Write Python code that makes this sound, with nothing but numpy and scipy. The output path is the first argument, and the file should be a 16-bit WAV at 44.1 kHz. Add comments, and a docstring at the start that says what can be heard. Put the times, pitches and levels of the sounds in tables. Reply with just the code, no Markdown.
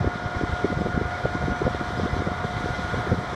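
"""A distant tractor pulls a wide planter over a dry field: noise roar, hissing rows, two sine fan notes.
From the start the air makes the whine flutter, and wind knocks on the microphone in short, dull puffs.
Small squeaks and rings, short sines, come and go; the clearest squeaks fall after two seconds.
Just past two seconds two gusts sweep upward as rising tones. Near the end a pair of strong puffs hits
and the upper fan note dips; by then the fan has crept up slightly and the treble of the hiss has grown."""
import sys
import numpy as np
from scipy import signal
from scipy.fft import rfft, irfft
from scipy.io import wavfile

SR = 44100
rng = np.random.default_rng(int(sys.argv[2]) if len(sys.argv) > 2 else 0)


def to_wav(s):
    """Save 16-bit WAV."""
    ch = np.atleast_2d(s).T  # columns
    pcm = np.round(np.clip(ch, -1, 1) * 32767)  # PCM
    wavfile.write(sys.argv[1], SR, pcm.astype(np.int16))


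N = 147735

# Strength of the wind, for rumble and small eddies: t/s, relative level/dB
BREEZE = [(0, 5), (.1, 4), (.19, -15), (.26, 1), (.32, -9), (.48, 1.5), (.6, -9), (.75, 5.5), (1.02, 0.5),
          (1.18, -2), (1.5, 5), (1.58, -5), (1.7, 2), (2.25, 2), (2.55, 1), (3.05, 4), (3.22, -3),
          (3.35, -2)]
# Lumpy rumble between the puffs, spectrum shape: f/Hz, relative level/dB per Hz
RUMBLE_SPECTRUM = [(15, -30), (30, -20), (52, 3), (100, 5.5), (200, -1), (300, -13), (500, -12.5),
                   (900, -68), (3000, -66)]
# Puffs of wind on the microphone, slow thumps and quick flaps:
# t/s, centre f/Hz, time from peak to 1/e /s, level/dB (as the rms of a 10 ms sound of equal energy)
PUFFS = [(.013, 114, 0.0053, -19.5), (.046, 344, 0.0011, -24), (.075, 84, 0.0093, -21),
         (.078, 300, .0016, -29), (.158, 150, 0.0039, -28.5), (.263, 94, 0.0052, -23),
         (.368, 83, 0.0067, -21), (.413, 278, 0.001, -25), (.437, 251, 0.0018, -20.5),
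         (.442, 82.6, 0.0095, -22), (.497, 93, 0.0056, -22), (.534, 83, 0.0069, -20),
         (.647, 346, 0.0014, -16.5), (.652, 453, .004, -23.5), (.657, 343, 0.0052, -25),
         (.706, 250, .002, -29), (.723, 198, .008, -24), (.728, 480, 0.0024, -28), (.775, 118, 0.0046, -20),
         (.812, 200, 0.0031, -22.5), (.857, 180, 0.0029, -23.5), (.863, 440, 0.0015, -24.5),
         (.946, 105, .004, -21.5), (.967, 104, 0.0026, -25), (.978, 190, 0.0021, -17.5),
         (1.014, 390, 0.0027, -24.5), (1.019, 145, .003, -25.5), (1.058, 83, 0.016, -24),
         (1.253, 143, 0.0048, -23), (1.257, 550, 0.0015, -20), (1.352, 161, 0.0021, -24.5),
         (1.429, 106, 0.0039, -24.5), (1.442, 93, 0.0033, -25.5), (1.513, 60, 0.014, -21),
         (1.523, 227, 0.0043, -25), (1.62, 374, 0.0032, -20), (1.628, 129, 0.012, -26),
         (1.657, 83, 0.005, -20), (1.669, 525, 0.004, -25), (1.671, 145, 0.0025, -22),
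         (1.679, 310, 0.00083, -21.5), (1.748, 311, 0.001, -26), (1.756, 99, 0.0071, -28),
         (1.813, 278, 0.0023, -25.5), (1.99, 130, 0.0034, -25), (1.999, 435, 0.0017, -24.5),
         (2.035, 196, 0.0044, -22), (2.137, 82, 0.0053, -20), (2.192, 93, 0.0096, -21),
         (2.222, 278, 0.00099, -25.5), (2.275, 178, 0.0052, -21), (2.316, 83, 0.0093, -31),
         (2.403, 89.5, 0.0079, -26), (2.445, 410, 0.0034, -27), (2.452, 110, 0.0025, -23.5),
         (2.57, 139, 0.0047, -25), (2.66, 400, 0.0008, -28), (2.666, 93, 0.014, -29),
         (2.708, 93, 0.0043, -24.5), (2.794, 206, 0.0037, -26), (2.94, 93, 0.011, -21.5),
         (2.944, 482, 0.0019, -26.5), (2.998, 116, .011, -24), (3.074, 376, 0.0039, -26),
         (3.12, 138, 0.0037, -16.5), (3.126, 452, .003, -22), (3.131, 161, 0.0026, -18.5),
         (3.189, 142, 0.0054, -23)]
# Turbulence around a puff, spectrum shape: f/Hz, relative level/dB per Hz
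SWIRL_SPECTRUM = [(20, -20), (70, 0.5), (170, 3), (300, -3.5), (500, -1.5), (700, -13.5), (1100, -26),
                  (2500, -58), (6000, -90)]
# Gusts that sweep upward: t/s, start f/Hz, end f/Hz, time from peak to 1/e /s, level/dB
GUSTS = [(2.06, 145, 508, 0.013, -24), (2.284, 258.3, 628, 0.0066, -26.5)]
# Faint squeaks of the row units: t/s, f/Hz, length between 1/e points/s, level/dB
SQUEAKS = [(.23, 5170, .06, -60), (.54, 2070, .03, -48), (.8, 5130, .05, -61), (1.18, 5210, .04, -58),
           (1.57, 5930, .14, -59), (1.985, 5000, .032, -50.5), (2.04, 5160, .06, -55),
           (2.11, 2024, .07, -41), (2.13, 5120, .05, -55), (2.32, 2020, .045, -45),
           (2.76, 2040, .04, -39.5)]
# Hiss of air and dry stubble, spectrum shape: f/Hz, relative level/dB per Hz
HISS_SPECTRUM = [(20, -36), (2000, -32), (2650, -7), (3200, 1.5), (3650, 2), (4200, -3), (4750, -7),
                 (6000, -7), (6800, -15.5), (7900, -16.5), (9500, -23), (11000, -26), (12300, -33.5),
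                 (15000, -35)]
# Swell of the hiss: t/s, relative level/dB
HISS_SWELL = [(0, -2), (.6, 1), (.98, -1.5), (1.2, 0.5), (1.45, -0.5), (2.0, 1.6), (2.3, -1), (2.7, 2.5),
              (3, 2), (3.2, -0.5), (3.35, 1)]
# Roar of engine and planter, spectrum shape: f/Hz, relative level/dB per Hz
ROAR_SPECTRUM = [(20, -33), (60, -1), (110, -0.5), (250, -5.5), (420, -5.5), (620, -2.5), (720, -1),
                 (820, -4.5), (950, -3.5), (1130, -3.5), (1390, -2), (1490, -5.5), (1720, -6.5),
                 (1820, -10.5), (2080, -9.5), (2420, -15.5), (2600, -28), (3000, -47), (16000, -88)]
# Swell of the roar: t/s, relative level/dB
ROAR_SWELL = [(0, -0.5), (.43, 1.1), (.72, -0.1), (1.55, 1.6), (2.25, 1), (2.7, 1.5), (3.05, 3), (3.2, 0),
              (3.35, 3)]
# Fainter hums and whistles of the machinery: f/Hz, width/Hz, level/dB
WHINES = [(613, 4, -52), (932, 6, -53), (1030, 6, -52), (1084, 4, -51.5), (1226, 5, -54), (1338, 5, -53),
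          (1400, 14, -50), (1868, 10, -58), (2029, 12, -52.5), (4660, 30, -73), (5140, 40, -65.5),
          (5601, 40, -72), (7470, 100, -76)]
# Blade rate of the fan: t/s, f/Hz
FAN_PITCH = [(0, 716.2), (.8, 716.1), (1.3, 717), (2.8, 717.2), (3.35, 718)]
# The two fan notes: multiple of the blade rate, steady level/dB before any swell, flutter share (rms)
FAN_NOTES = [(1, -38, 0.18), (2, -40.5, 0.38)]
# Swell of the upper fan note: t/s, relative level/dB
UPPER_NOTE_SWELL = [(0, -1), (.43, 3), (.75, 0), (1.6, 3), (1.85, -1.5), (3.05, 1.5), (3.2, -7.5),
                    (3.35, -1)]

RUMBLE_DB, RUMBLE_LUMPS_DB, RUMBLE_LUMPS_HZ = -35, 2.4, 19
SWIRL_DECAY_S, SWIRL_DB = .011, -7.5  # level against the swing of pressure
SMALL_EDDY_DB, SMALL_EDDY_HZ = -32, 194  # middle values; the breeze shifts the level
SMALL_EDDY_CYCLES = 0.46  # from peak to 1/e
GUST_ROUGHNESS, GUST_JOLTS_HZ = .55, 110
SQUEAK_WAVER_HZ, SQUEAK_WAVER_RATE_HZ = 14, 44
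RING_LOW_HZ, RING_HIGH_HZ, RING_S, RING_DB = 1620, 2280, .028, -48
HISS_DB, TREBLE_FROM_HZ, TREBLE_DB_PER_S = -47, 7500, 1
ROAR_DB = -34.5
FIRING_HZ, FIRING_DEPTH = 102.4, .08
FLUTTER_HZ = 27
FADE_S, TOP_HZ = .003, 15000


def amp(db):
    """Turns decibels into gain."""
    return 10 ** (np.asarray(db) / 20)


def unit(x):
    """Scales a sound to rms 1."""
    return x / np.sqrt(np.mean(x ** 2) + 1e-20)


def clock():
    """Gives the time of every sample in seconds."""
    return np.arange(N) / SR


def curve(points):
    """Joins (t/s, value) points by straight lines."""
    return np.interp(clock(), *np.transpose(points))


def colour(x, points):
    """Filters a sound by a spectrum of (f/Hz, level/dB) points, straight on a log-pitch axis."""
    hz, db = np.transpose(points)
    f = np.fft.rfftfreq(len(x), 1 / SR)
    gain = amp(np.interp(np.log(f + 1), np.log(hz), db))
    return irfft(rfft(x) * gain, len(x))


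def band(hz, width_hz):
    """Makes noise of rms 1 in a narrow resonance; around 0 Hz it is a slow random drift."""
    f = np.fft.rfftfreq(N, 1 / SR)
    random_phase = np.exp(2j * np.pi * rng.random(len(f)))
    resonance = (f > 0) / (1 + (2 * (f - hz) / width_hz) ** 4)
    return unit(irfft(random_phase * resonance, N))


def drift(rate_hz):
    """Wanders at random with rms 1, mostly slower than the given rate."""
    return band(0, 2 * rate_hz)


def tone(hz):
    """Sounds a sine of rms 1 that follows a pitch curve from a random phase."""
    return np.sqrt(2) * np.cos(2 * np.pi * (np.cumsum(hz) / SR + rng.random()))


def airborne(points, patchy_db, rate_hz, count=9):
    """Makes noise whose bands swell and fade separately on their way through moving air."""
    spectrum = rfft(colour(rng.standard_normal(N), points))
    f = np.fft.rfftfreq(N, 1 / SR)
    # Overlapping triangular bands, evenly spaced in log pitch
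    place = np.interp(np.log(f + 1), np.log([400, 12000]), [0, count - 1])
    mix = np.zeros(N)
    for k in range(count):
        share = np.maximum(1 - abs(place - k), 0)
        mix += irfft(spectrum * share, N) * amp(patchy_db * drift(rate_hz))
    return unit(mix)


def eddy(hz, length_s, size=4096):
    """One swing of pressure wrapped in turbulence, with the energy of a 10 ms sound of rms 1."""
    t = (np.arange(size) - size // 2) / SR
    envelope = np.exp(-(t / length_s) ** 2)
    offset = np.exp(-(np.pi * hz * length_s) ** 2)  # leaves no steady push
    swing = envelope * (np.exp(2j * np.pi * hz * t) - offset)
    swing = (swing * np.exp(2j * np.pi * rng.random())).real
    swirl = colour(rng.standard_normal(size) * np.exp(-abs(t) / SWIRL_DECAY_S), SWIRL_SPECTRUM)
    burst = unit(swing) + amp(SWIRL_DB) * unit(swirl)
    return burst * np.sqrt(.01 * SR / np.sum(burst ** 2))


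def wind(size=4096, count=70):
    """Eddies hit the microphone as thumps and flaps; small ones fall at random over a lumpy rumble."""
    breeze_db = curve(BREEZE)
    lumps_db = RUMBLE_LUMPS_DB * drift(RUMBLE_LUMPS_HZ)
    rumble = unit(colour(rng.standard_normal(N) * amp(breeze_db + lumps_db), RUMBLE_SPECTRUM))

    places = rng.integers(0, N, count)
    levels_db = SMALL_EDDY_DB + breeze_db[places] + rng.uniform(-4.185, 4.5, count)
    centres = SMALL_EDDY_HZ * 2 ** rng.uniform(-1.176, 1.2, count)  # spread in octaves
    small = zip(places / SR, centres, SMALL_EDDY_CYCLES / centres, levels_db)

    hits = np.zeros(N + 2 * size)
    for s, hz, length_s, db in list(PUFFS) + list(small):
        at = max(round(s * SR), 0)
        hits[at:at + size] += amp(db) * eddy(hz, length_s, size)
    centred = hits[size // 2:][:N]  # each eddy peaks at its listed time
    return centred + amp(RUMBLE_DB) * rumble


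def gusts():
    """A quickening gust sheds eddies faster and faster, so its pitch rises, in ragged jolts."""
    out = np.zeros(N)
    jolts = 1 + GUST_ROUGHNESS * drift(GUST_JOLTS_HZ)
    for s, start_hz, end_hz, length_s, db in GUSTS:
        u = (clock() - s) / length_s
        rise = (1 + np.tanh(2 * u)) / 2
        sweep = tone(start_hz + (end_hz - start_hz) * rise)
        out += amp(db) * np.exp(-u ** 2) * jolts * sweep
    return out


def squeaks(count=45):
    """Dry bearings and discs sing briefly; loose steel parts ring at random; each is a short sine."""
    waver_hz = SQUEAK_WAVER_HZ * drift(SQUEAK_WAVER_RATE_HZ)
    t, out = clock(), np.zeros(N)
    rings = []
    for _ in range(count):
        ring_hz = rng.uniform(RING_LOW_HZ, RING_HIGH_HZ)
        rings.append((rng.uniform(0, N / SR), ring_hz, RING_S, rng.normal(RING_DB, 2)))
    for s, hz, length_s, db in list(SQUEAKS) + rings:
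        near = abs(t - s) < 2 * length_s
        envelope = np.exp(-(2 * (t[near] - s) / length_s) ** 2)
        out[near] += amp(db) * envelope * tone(hz + waver_hz[near])
    return out


def planter():
    """Rows hiss as patchy noise, its treble slowly growing as the rig comes closer."""
    hiss = airborne(HISS_SPECTRUM, patchy_db=0.9, rate_hz=18.0)
    highpass = signal.butter(2, TREBLE_FROM_HZ, "high", fs=SR, output="sos")
    treble = signal.sosfiltfilt(highpass, hiss)
    nearer = amp(TREBLE_DB_PER_S * (clock() - clock().mean()))
    return amp(HISS_DB + curve(HISS_SWELL)) * (hiss + (nearer - 1) * treble)


def machinery():
    """Engine roar as noise, throbbing faintly at the firing rate, with narrow noise whines in it."""
    throb = 1 + FIRING_DEPTH * np.cos(2 * np.pi * FIRING_HZ * clock())
    noise = airborne(ROAR_SPECTRUM, patchy_db=0.92, rate_hz=7.0)
    roar = amp(ROAR_DB + curve(ROAR_SWELL)) * throb * noise
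    whines = sum(amp(db) * band(hz, width_hz) for hz, width_hz, db in WHINES)
    return roar + whines


def fan():
    """Two clean blade tones that flutter in the wind; the upper one also swells and fades."""
    turn = 2 * np.pi * np.cumsum(curve(FAN_PITCH)) / SR
    notes = []
    for multiple, db, share in FAN_NOTES:
        # Separate drifts on cosine and sine stir both loudness and phase
        steady = (1 + share * drift(FLUTTER_HZ)) * np.cos(multiple * turn)
        stray = share * drift(FLUTTER_HZ) * np.sin(multiple * turn)
        notes.append(np.sqrt(2) * amp(db) * (steady + stray))
    lower, upper = notes
    return lower + amp(curve(UPPER_NOTE_SWELL)) * upper


def scene():
    """Sets the rig far off and the wind close by, in one channel."""
    return (wind() + gusts() + squeaks() + planter() + machinery() + fan())[None]


def record(dry):
    """Softens both ends and cuts everything above the top of the band."""
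    ends = np.minimum(np.minimum(clock(), clock()[::-1]) / FADE_S, 1)
    lowpass = signal.firwin(511, TOP_HZ, window=("kaiser", 9), fs=SR)
    return signal.oaconvolve(dry * ends, lowpass[None], "same")


dry = scene()
out = record(dry)
to_wav(out)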